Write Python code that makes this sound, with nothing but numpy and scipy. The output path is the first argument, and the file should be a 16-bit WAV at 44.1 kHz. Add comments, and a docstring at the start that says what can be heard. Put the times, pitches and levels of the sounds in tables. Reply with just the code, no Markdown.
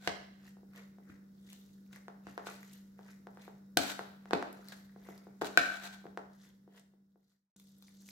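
"""In a hard-walled kitchen, a metal spoon stirs a wet corn mixture in a ceramic bowl, heard close by.
Each stroke sets off swarms of bursting bubbles (the squelch) and rings the hollow behind the spoon.
Filtered impulses make dull knocks through the food; damped modes and noise make clinks and scrapes on glaze.
Steady tones and coloured noise make an appliance's hum, and sparse decaying taps make the echo.
Near the end the sound fades out, and the stirring cuts in again."""
import sys
import numpy as np
from scipy import signal
from scipy.fft import rfft, irfft
from scipy.io import wavfile
from scipy.ndimage import uniform_filter1d

SR = 44100
rng = np.random.default_rng(int(sys.argv[2]) if len(sys.argv) > 2 else 0)


def generate_wav(signal):
    """Clip the signal to [-1, 1] and save it as 16-bit WAV at the path in sys.argv[1]."""
    frames = np.transpose(np.atleast_2d(signal))
    scaled = np.clip(frames, -1, 1) * 32767
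    pcm = np.round(scaled).astype(np.int16)
    wavfile.write(sys.argv[1], SR, pcm)


N = 357645
TIME = np.arange(N) / SR  # s


def amp(db):
    """Level: converts decibels to an amplitude ratio."""
    return 10 ** (np.asarray(db) / 20)


def unit(x):
    """Normalisation: scales a signal to an rms of one."""
    return x / np.sqrt(np.mean(x ** 2) + 1e-20)


def read(points, hz):
    """Logarithmic pitch: interpolates a table along a log-frequency axis."""
    f, value = np.transpose(points)
    return np.interp(np.log(hz + 1), np.log(f), value)


def add(mix, s, sound):
    """Superposition: adds a sound to the mix in place, from time s."""
    part = mix[:, max(round(s * SR), 0):][:, :sound.shape[-1]]
    part += sound[..., :part.shape[1]]


def colour(x, points):
    """Spectral shaping: weights a signal by a spectrum table, at an rms of one."""
    gain = amp(read(points, np.fft.rfftfreq(N, 1 / SR)))
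    return unit(irfft(rfft(x) * gain, N))


def drift(hz):
    """Low-pass noise: slow random variation up to about hz, with an rms of one."""
    f = np.fft.rfftfreq(N, 1 / SR)
    return unit(irfft(rfft(rng.standard_normal(N)) / (1 + (f / hz) ** 4), N))


def clicks(per_s, spread_db):
    """Poisson-like impulses: random snaps of either sign, most small and a few large."""
    size = amp(spread_db * np.minimum(rng.exponential(1, N), 4))
    sign = rng.choice([-1, 1], N)
    return size * sign * (rng.random(N) < per_s / SR)


def ring(hz, t60, t):
    """Damped oscillation: one mode that decays by 60 dB in t60 seconds."""
    return np.sin(2 * np.pi * hz * t) * np.exp(-np.log(1000) * t / t60)


def receivers(sound):
    """Arrival-time difference: each of two receivers hears a sound after its own few samples of lag."""
    lags = rng.integers(0, 12, 2)
    return np.array([np.pad(sound, (lag, 0))[:len(sound)] for lag in lags])


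# left-right correlation of a diffuse sound: (f/Hz, correlation)
LEFT_RIGHT_CORRELATION = [(30, 0.42), (80, 0.79), (200, 0.75), (350, 0.69), (550, -0.24), (1000, -0.33),
                          (2000, -0.21), (16000, -0.1)]


def correlate_pair(z, hz):
    """Diffuse-field coherence: mixes two independent spectra until they are as alike as at two receivers."""
    same = np.clip(read(LEFT_RIGHT_CORRELATION, hz), -1, 1)
    return np.array([z[0], same * z[0] + np.sqrt(1 - same ** 2) * z[1]])


# tones of the appliance: (f/Hz, rms level/dB)
HUM_TONES = [(196, -56.5), (140.26, -77), (298, -81), (483.8, -85), (1450, -92.5), (3774, -98), (5389, -94)]
# spectrum of the room's soft rush: (f/Hz, relative level/dB per Hz)
KITCHEN_SPECTRUM = [(25, -20.5), (50, -5.5), (80, -2), (110, -3.5), (150, 3), (230, 0), (330, -4),
                    (500, -9.5), (800, -19.5), (1600, -20.5), (2600, -35.5), (5000, -27.5), (9000, -35),
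                    (16000, -26.5)]
KITCHEN_DB = -66.5  # rms level of the rush


def appliance(waver_db=1.0):
    """Forced vibration: a motor's slightly unsteady tones over the soft rush of the room."""
    noise = rfft(rng.standard_normal((2, N)))
    air = irfft(correlate_pair(noise, np.fft.rfftfreq(N, 1 / SR)), N)
    # one wandering clock bends every tone in proportion to its pitch
    clock = TIME + .15 * drift(hz=2) / (2 * np.pi * HUM_TONES[0][0])
    tones = sum(amp(db) * np.sqrt(2) * np.sin(2 * np.pi * (hz * clock + rng.random()))
                for hz, db in HUM_TONES)
    return tones * amp(waver_db * drift(hz=8.5)) + amp(KITCHEN_DB) * colour(air, KITCHEN_SPECTRUM)


STROKE_DEPTH_DB = 25  # a stroke swells by this much over its rise and sinks by as much over its release


def push(peak_s, rise_s, release_s):
    """Exponential envelope: a stroke's force builds to the hardest push and lets go."""
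    away = np.maximum((peak_s - TIME) / rise_s, (TIME - peak_s) / release_s)
    return amp(-STROKE_DEPTH_DB * away)


HOLLOW_Q, HOLLOW_RISE_OCTAVES_PER_S = 7.8, .5


def hollow(hz, peak_s):
    """Cavity resonance: bursting films ring the pocket behind the spoon; its pitch climbs as it closes."""
    pitch = hz * 2 ** (HOLLOW_RISE_OCTAVES_PER_S * np.clip(TIME - peak_s, -.5, .5))
    turn = np.exp(2j * np.pi * np.cumsum(pitch) / SR)
    r = np.exp(-np.pi * hz / HOLLOW_Q / SR)
    bursts = clicks(per_s=1500, spread_db=2.5) + 1e-12  # never exactly silent
    return unit((turn * signal.lfilter([1 - r], [1, -r], bursts)).real)


def bubble(hz, cycles):
    """Transient oscillation: a bursting film sounds a few cycles under an envelope that peaks at one."""
    turns = hz * np.arange(SR // 80) / SR
    u = turns / cycles
    return u * np.exp(1 - u) * np.sin(2 * np.pi * turns)


def grains(points, per_s, cycles, count=22):
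    """Random superposition: bubbles burst in clumps; each size comes and goes, in its own place."""
    out = np.zeros((2, N))
    clumps = amp(2.8 * drift(hz=70))
    for hz in np.geomspace(350, 13500, count):
        grain = bubble(hz * rng.uniform(.94, 1.06), cycles) * hz
        share = amp(3 * np.interp(TIME, np.linspace(0, N / SR, 200), rng.standard_normal(200)))
        bursts = clumps * share * clicks(per_s / count, 3.5)
        out += receivers(signal.oaconvolve(bursts, grain)[:N])
    return colour(out, points)


# the lesser bubbles: rate, centre level against the crackle force, scatter either way, pitch range
SMALL_POPS_PER_S, SMALL_POP_DB, SMALL_POP_SPREAD_DB = 14, 12, 5
SMALL_POP_LOW_HZ, SMALL_POP_HIGH_HZ = 2025, 10000


def small_pops(crackle, count=300):
    """Poisson process: lesser bubbles burst at random, louder where the spoon works harder."""
    wait, size, pitch = rng.random((count, 3)).T
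    s = np.cumsum(-np.log(1 - wait)) / SMALL_POPS_PER_S
    db = 20 * np.log10(np.interp(s, TIME, crackle)) + SMALL_POP_DB + SMALL_POP_SPREAD_DB * (2 * size - 1)
    hz = SMALL_POP_LOW_HZ * (SMALL_POP_HIGH_HZ / SMALL_POP_LOW_HZ) ** pitch
    return [row for row in zip(s, db, hz) if row[0] < TIME[-1]]


# strokes of the spoon through the food: (t/s of the hardest push, rise t/s, release t/s,
# relative crackle level/dB, relative squelch level/dB, hollow f/Hz)
SPOON_STROKES = [(0.478, 0.13, .07, -63.5, -68, 2720), (0.78, 0.062, 0.088, -56.5, -56, 2000),
                 (1.1, 0.095, 0.12, -71.5, -65, 1570), (1.5, 0.16, 0.37, -63, -76, 3540),
                 (1.952, 0.055, .07, -64, -61.5, 2050), (2.279, 0.05, 0.13, -61, -64, 2680),
                 (2.48, 0.049, 0.17, -54, -57, 2410), (2.762, 0.26, 0.1, -62.5, -76, 3020),
                 (3.099, 0.18, 0.11, -63.5, -67.5, 1590), (3.43, 0.11, .14, -63.5, -64.5, 2260),
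                 (4.34, 0.15, 0.58, -70.5, -62.5, 2700), (4.7, 0.11, 0.18, -60, -63.5, 4320),
                 (5.082, 0.14, 0.28, -65, -62.5, 2133), (6.47, 0.23, 0.11, -64, -68, 3467),
                 (6.78, 0.085, 0.04, -56.5, -55, 3200), (7.33, 0.16, .08, -59, -66, 4253),
                 (7.57, 0.051, 0.24, -62, -86, 6930), (7.87, 0.46, 0.22, -66, -85, 3700),
                 (8.1, 0.22, 0.11, -55, -81, 6500)]
# the largest sticky bubbles that burst: (t/s, relative level/dB, f/Hz)
LARGE_POPS = [(0.761, -45.5, 3100), (1.531, -38, 7100), (1.93, -48, 2230), (1.961, -42, 2030),
              (2.631, -41.5, 2080), (4.529, -41.5, 11500), (4.686, -35, 4490), (5.179, -45.5, 4930),
              (6.797, -43, 8270), (7.565, -42, 6900), (7.599, -38, 10100), (7.825, -38.5, 3820)]
# spectra of the fine crackle and the low squelch: (f/Hz, relative level/dB per Hz)
CRACKLE_SPECTRUM = [(1500, -33), (3000, 1.5), (4000, 5), (6500, 4.5), (9500, -4.5), (13000, 4),
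                    (16000, -10)]
SQUELCH_SPECTRUM = [(200, -1), (450, 2.5), (900, -2.5), (1500, 4), (2000, 5.5), (2400, -4.5), (3500, -15.5),
                    (6000, -18), (12000, -35.5)]
SETTLE_CRACKLE_DB, SETTLE_SQUELCH_DB = -86.5, -94.5  # the food settling, on the strokes' scale
HOLLOW_DB = -11  # the hollow's ring against the stroke


def food(crackle_db=-3, squelch_db=1, pops_db=3, snap_db=-9, snap_s=0.0011):
    """Bubble acoustics: parting kernels crackle; larger air pockets squelch and ring; films snap."""
    crackle, squelch = amp(SETTLE_CRACKLE_DB), amp(SETTLE_SQUELCH_DB)
    out = np.zeros((2, N))
    for s, rise_s, release_s, wet_db, low_db, hz in SPOON_STROKES:
        force = push(s, rise_s, release_s)
        crackle = crackle + amp(wet_db) * force
        squelch = squelch + amp(low_db) * force
        out += amp(HOLLOW_DB) * (amp(wet_db) + amp(low_db)) * force * receivers(hollow(hz, s))
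    out += amp(crackle_db) * crackle * grains(CRACKLE_SPECTRUM, per_s=7000, cycles=0.7)
    out += amp(squelch_db) * squelch * grains(SQUELCH_SPECTRUM, per_s=4100, cycles=1)
    t = np.arange(SR // 80) / SR
    for s, db, hz in LARGE_POPS + small_pops(crackle):
        snap = amp(snap_db) * rng.standard_normal(len(t)) * np.exp(-t / snap_s)
        pop = bubble(hz, cycles=1.1) / 2 + snap
        add(out, s - snap_s / 2, amp(db + pops_db) * receivers(pop))
    return out


# modes of the full, hand-held bowl with the spoon against it: (f/Hz, relative level/dB, t60/s)
BOWL_MODES = [(304.8, -10, 0.012), (718.3, 6.5, 0.022), (1090, -14.5, 0.0025), (1533, -0.5, 0.021),
              (1533, 7.5, 0.031), (1770, -11, 0.02), (2282, -2.5, 0.013), (2540, -21, 0.11),
              (3434, -1, 0.01), (3857, 2.5, 0.016), (4700, -16.5, 0.037), (5700, -10, 0.0096),
              (6600, -15, 0.01), (7200, -11, 0.014), (8700, -16, 0.0091), (11100, -11.5, 0.014)]
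CONTACT_S = .00004  # time constant with which a strike sets the wall moving


def bowl(t, favoured_hz, favour_db, octaves=0.25):
    """Modal superposition: the place struck favours modes near one pitch; the ring has a peak of one."""
    def near(hz):
        """Modal weighting: a bell curve over log frequency, one at the favoured pitch."""
        return np.exp(-.5 * (np.log2(hz / favoured_hz) / octaves) ** 2)

    out = sum(amp(db + favour_db * near(hz)) * ring(hz, t60, t) / hz for hz, db, t60 in BOWL_MODES)
    out = np.diff(out, prepend=0)  # the air follows the wall's speed, not its position
    out *= 1 - np.exp(-t / CONTACT_S)
    return out / abs(out).max()


SCRAPE_ATTACK_SHARE, SCRAPE_RELEASE_S = 0.58, .006  # pressure builds over this share of a scrape's length


def drag(start_s, length_s):
    """Contact force: the spoon's edge bites, holds and lifts off."""
    t = TIME - start_s
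    bite = np.clip(t / (SCRAPE_ATTACK_SHARE * length_s), 0, 1)
    return bite * np.exp(-np.maximum(t - length_s, 0) / SCRAPE_RELEASE_S)


# spectrum of metal on bare glaze: (f/Hz, relative level/dB per Hz)
GRIT_SPECTRUM = [(100, -25), (300, -5), (700, -5.5), (1500, 0.5), (3000, -1.5), (4200, -0.5), (5200, -6),
                 (7800, -6), (9500, -14.5), (11500, -10), (16000, -16.5)]
# the spoon's edge dragged on the glaze, and two short squelch bursts of the food at 1.93 and 4.72 s made the
# same way: (start t/s, length t/s, level/dB, # bare grit relative level/dB: lower where sauce coats the glaze)
GLAZE_SCRAPES = [(-0.005, 0.1, -53.5, -1.5), (1.927, 0.003, -63, 7), (2.455, 0.02, -52.5, 4),
                 (3.784, 0.051, -44.5, 2.5), (3.823, 0.096, -46.5, 4), (4.719, 0.0055, -47.5, -5),
                 (5.411, .011, -46, 1), (5.438, .035, -49.5, 3.5), (5.505, .27, -46.5, -6.5),
                 (5.79, 0.086, -49, -0.5), (5.919, 0.025, -52, 0)]


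def scrapes(ring_db=-6):
    """Stick-slip friction: the edge slips in dense snaps, heard bare and through the bowl's modes."""
    grip = amp(3 * drift(hz=120))
    slips = grip * np.array([clicks(per_s=5000, spread_db=3.3) for side in "LR"])
    body = bowl(np.arange(SR // 10) / SR, favoured_hz=4000, favour_db=0.5)
    rung = amp(ring_db) * unit(signal.oaconvolve(slips.sum(0), body)[:N])
    grit = colour(slips, GRIT_SPECTRUM)
    return sum(amp(db) * drag(s, length_s) * (rung + amp(grit_db) * grit)
               for s, length_s, db, grit_db in GLAZE_SCRAPES)


# metal on bare glaze: (t/s, ring peak level/dB, favoured f/Hz of the place struck, favour level/dB,
# crack relative level/dB, top f/Hz of the crack, left receiver's lag t/s)
GLAZE_CLINKS = [(0.075, -16.5, 961, 59.5, 4.5, 4670, 0), (3.772, -14, 720, 5.5, 7.5, 15050, 0),
                (4.333, -25, 2723, 25, 3.5, 6000, 0.0011), (5.4449, -30, 3700, 5, -3, 12000, 0.0013),
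                (5.5745, -3.5, 1987, 22.5, -12.5, 6500, 0.00013)]


def clinks(crack_s=.0018, crack_db=-8, rattle_db=-19, rattle_s=0.01):
    """Impact excitation: metal chatters and rings the bowl; a faint rattle outlasts the crack."""
    out, t = np.zeros((2, N)), np.arange(SR // 8) / SR
    chatter = colour(rng.standard_normal((2, N)), GRIT_SPECTRUM)
    decay = np.exp(-t / crack_s) + amp(rattle_db) * np.exp(-t / rattle_s)
    for s, db, hz, favour_db, hard_db, top_hz, lag_s in GLAZE_CLINKS:
        crack = chatter[:, round(s * SR):][:, :len(t)] * decay
        crack = signal.lfilter(*signal.butter(2, min(top_hz, SR / 2 - 1), fs=SR), crack)
        strike = amp(db) * (bowl(t, hz, favour_db) + amp(hard_db + crack_db) * crack)
        add(out[:1], s + lag_s, strike[:1])
        add(out[1:], s, strike[1:])
    return out


# the bowl pushed down on the counter: (t/s, bowl's level/dB before its soft onset)
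COUNTER_THUMPS = [(0.075, -38.5), (1.095, -42.5), (2.267, -45.5), (3.769, -21), (4.332, -25.5),
                  (5.417, -33), (5.575, -27)]


def thumps(counter_db=-52):
    """Mass on a spring: a push sets the bowl bouncing; the counter answers lower, at one fixed level."""
    out, t = np.zeros((2, N)), np.arange(SR // 8) / SR
    for s, db in COUNTER_THUMPS:
        swing = amp(db) * ring(hz=278, t60=0.056, t=t)
        swing = swing - amp(counter_db) * ring(hz=77.6, t60=.07, t=t)
        add(out, s, swing * (1 - np.exp(-t / .0022)))
    return out


# spectrum of a cushioned blow: (f/Hz, relative level/dB per Hz)
KNOCK_SPECTRUM = [(100, -22), (280, -2.5), (400, 4), (550, -1), (720, 2.5), (1100, -5.5), (1550, -6.5),
                  (1950, -13), (2400, -22.5), (4200, -28.5), (6000, -32.5), (14000, -48)]
# blows on the bowl cushioned by food: (t/s, peak level/dB, hardness as a tilt/dB per octave)
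CUSHIONED_KNOCKS = [(0.57, -50, -2), (0.633, -50, -8), (0.9858, -48, -2.5), (2.083, -33.5, 3),
                    (2.27, -35, 4), (2.379, -25.5, 3.5), (2.4703, -30.5, 1.5), (2.9923, -41.5, 0.5),
                    (3.2712, -36, 1), (3.3735, -40.5, 2.5), (3.48, -37, 0), (3.9935, -24, 4),
                    (4.2577, -41, 4.5), (4.31, -24, 4), (4.3339, -13, 0), (4.427, -24, 3.5),
                    (4.593, -44, -5), (4.9625, -44, -3.5), (5.0889, -36, -3.5), (5.27, -41, -4),
                    (5.4154, -27, 2.5), (5.4199, -18.5, 0), (6.0432, -44, -2), (6.0557, -36.5, -5.5),
                    (6.0678, -41.5, 4), (6.1751, -25, 2.5), (6.6782, -43, -6), (6.938, -49.5, -6.5),
                    (7.159, -42.5, -5)]


def knocks(gain_db=0, lead_s=.0007, size=2048):
    """Minimum-phase impulse: a cushioned blow is one short push and rebound, brighter in thin food."""
    out, hz = np.zeros((2, N)), abs(np.fft.fftfreq(size, 1 / SR))
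    octaves = np.log2(np.clip(hz, 200, 2500))
    for s, db, tilt in CUSHIONED_KNOCKS:
        log_gain = np.log(amp(read(KNOCK_SPECTRUM, hz) + tilt * octaves))
        # causal: the impulse has nothing ahead of its own start
        blow = np.fft.ifft(np.exp(np.conj(signal.hilbert(log_gain)))).real
        add(out, s - lead_s, amp(db + gain_db) * receivers(blow / abs(blow).max()))
    return out


# the kitchen's reverberation time: (f/Hz, t60/s)
REVERBERATION_TIME = [(150, .45), (500, 0.47), (1500, 0.67), (4000, 0.67), (8000, 0.5), (15000, 0.84)]
# the kitchen's echo against the direct sound: (f/Hz, level/dB)
REVERBERATION_LEVEL = [(100, 1.5), (300, 2), (1000, 0), (2500, -5), (6000, -3), (15000, -8)]


def room(x, first_s=0.0019, early=0.59, early_s=0.051):
    """Reverberation: scattered reflections, strongest from near surfaces, die at each band's own speed."""
    t = np.arange(SR) / SR
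    sparse = rng.standard_normal((2, SR)) * (rng.random((2, SR)) < 1 / 8)
    taps = sparse * (t > first_s) * (1 + early * np.exp(-t / early_s))
    hz, t, z = signal.stft(taps, SR, nperseg=256)
    z = correlate_pair(z, hz[:, None]) * amp(-60 * t / read(REVERBERATION_TIME, hz)[:, None])
    # even out the energy of the bands before giving each its level
    energy = uniform_filter1d((abs(z) ** 2).sum(2), 3, axis=1)[:, :, None]
    even = z / np.sqrt(energy)
    flat = signal.istft(even, SR, nperseg=256)[1]
    tail = signal.istft(even * amp(read(REVERBERATION_LEVEL, hz))[:, None], SR, nperseg=256)[1]
    return signal.fftconvolve(x, tail / np.linalg.norm(flat[0]), axes=1)[:, :N]


def scene(left_db=.5, lowest_hz=70):
    """Direct and reverberant fields: spoon, food and bowl, a little to the left, with echo and hum."""
    near = food() + knocks() + thumps() + clinks() + scrapes()
    near = near * amp([[left_db], [-left_db]])
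    # the near sounds carry no deep bass
    near = signal.sosfilt(signal.butter(2, lowest_hz, "high", fs=SR, output="sos"), near)
    return near + room(near) + appliance()


FADE_START_S, FADE_END_S, FADE_POWER = 6.1, 7.54, 1.3  # the power bends the fade's curve
RETURN_S, RETURN_DB, RECOVER_DB_PER_S = 7.562, -6.5, 7


def fader():
    """Amplitude envelope: the sound fades to silence, then cuts back in a little low and recovers."""
    remaining = np.clip((FADE_END_S - TIME) / (FADE_END_S - FADE_START_S), 0, 1)
    back = amp(np.minimum(RETURN_DB + RECOVER_DB_PER_S * (TIME - RETURN_S), 0))
    return np.where(TIME < RETURN_S, remaining ** FADE_POWER, back)


EDGE_HZ = 15950  # top of the band


def record(dry):
    """Band limitation: applies the fader, then a steep linear-phase low-pass."""
    low_pass = signal.firwin(511, EDGE_HZ, window=("kaiser", 9), fs=SR)
    return signal.oaconvolve(dry * fader(), low_pass[None], "same")


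dry = scene()
out = record(dry)
generate_wav(out)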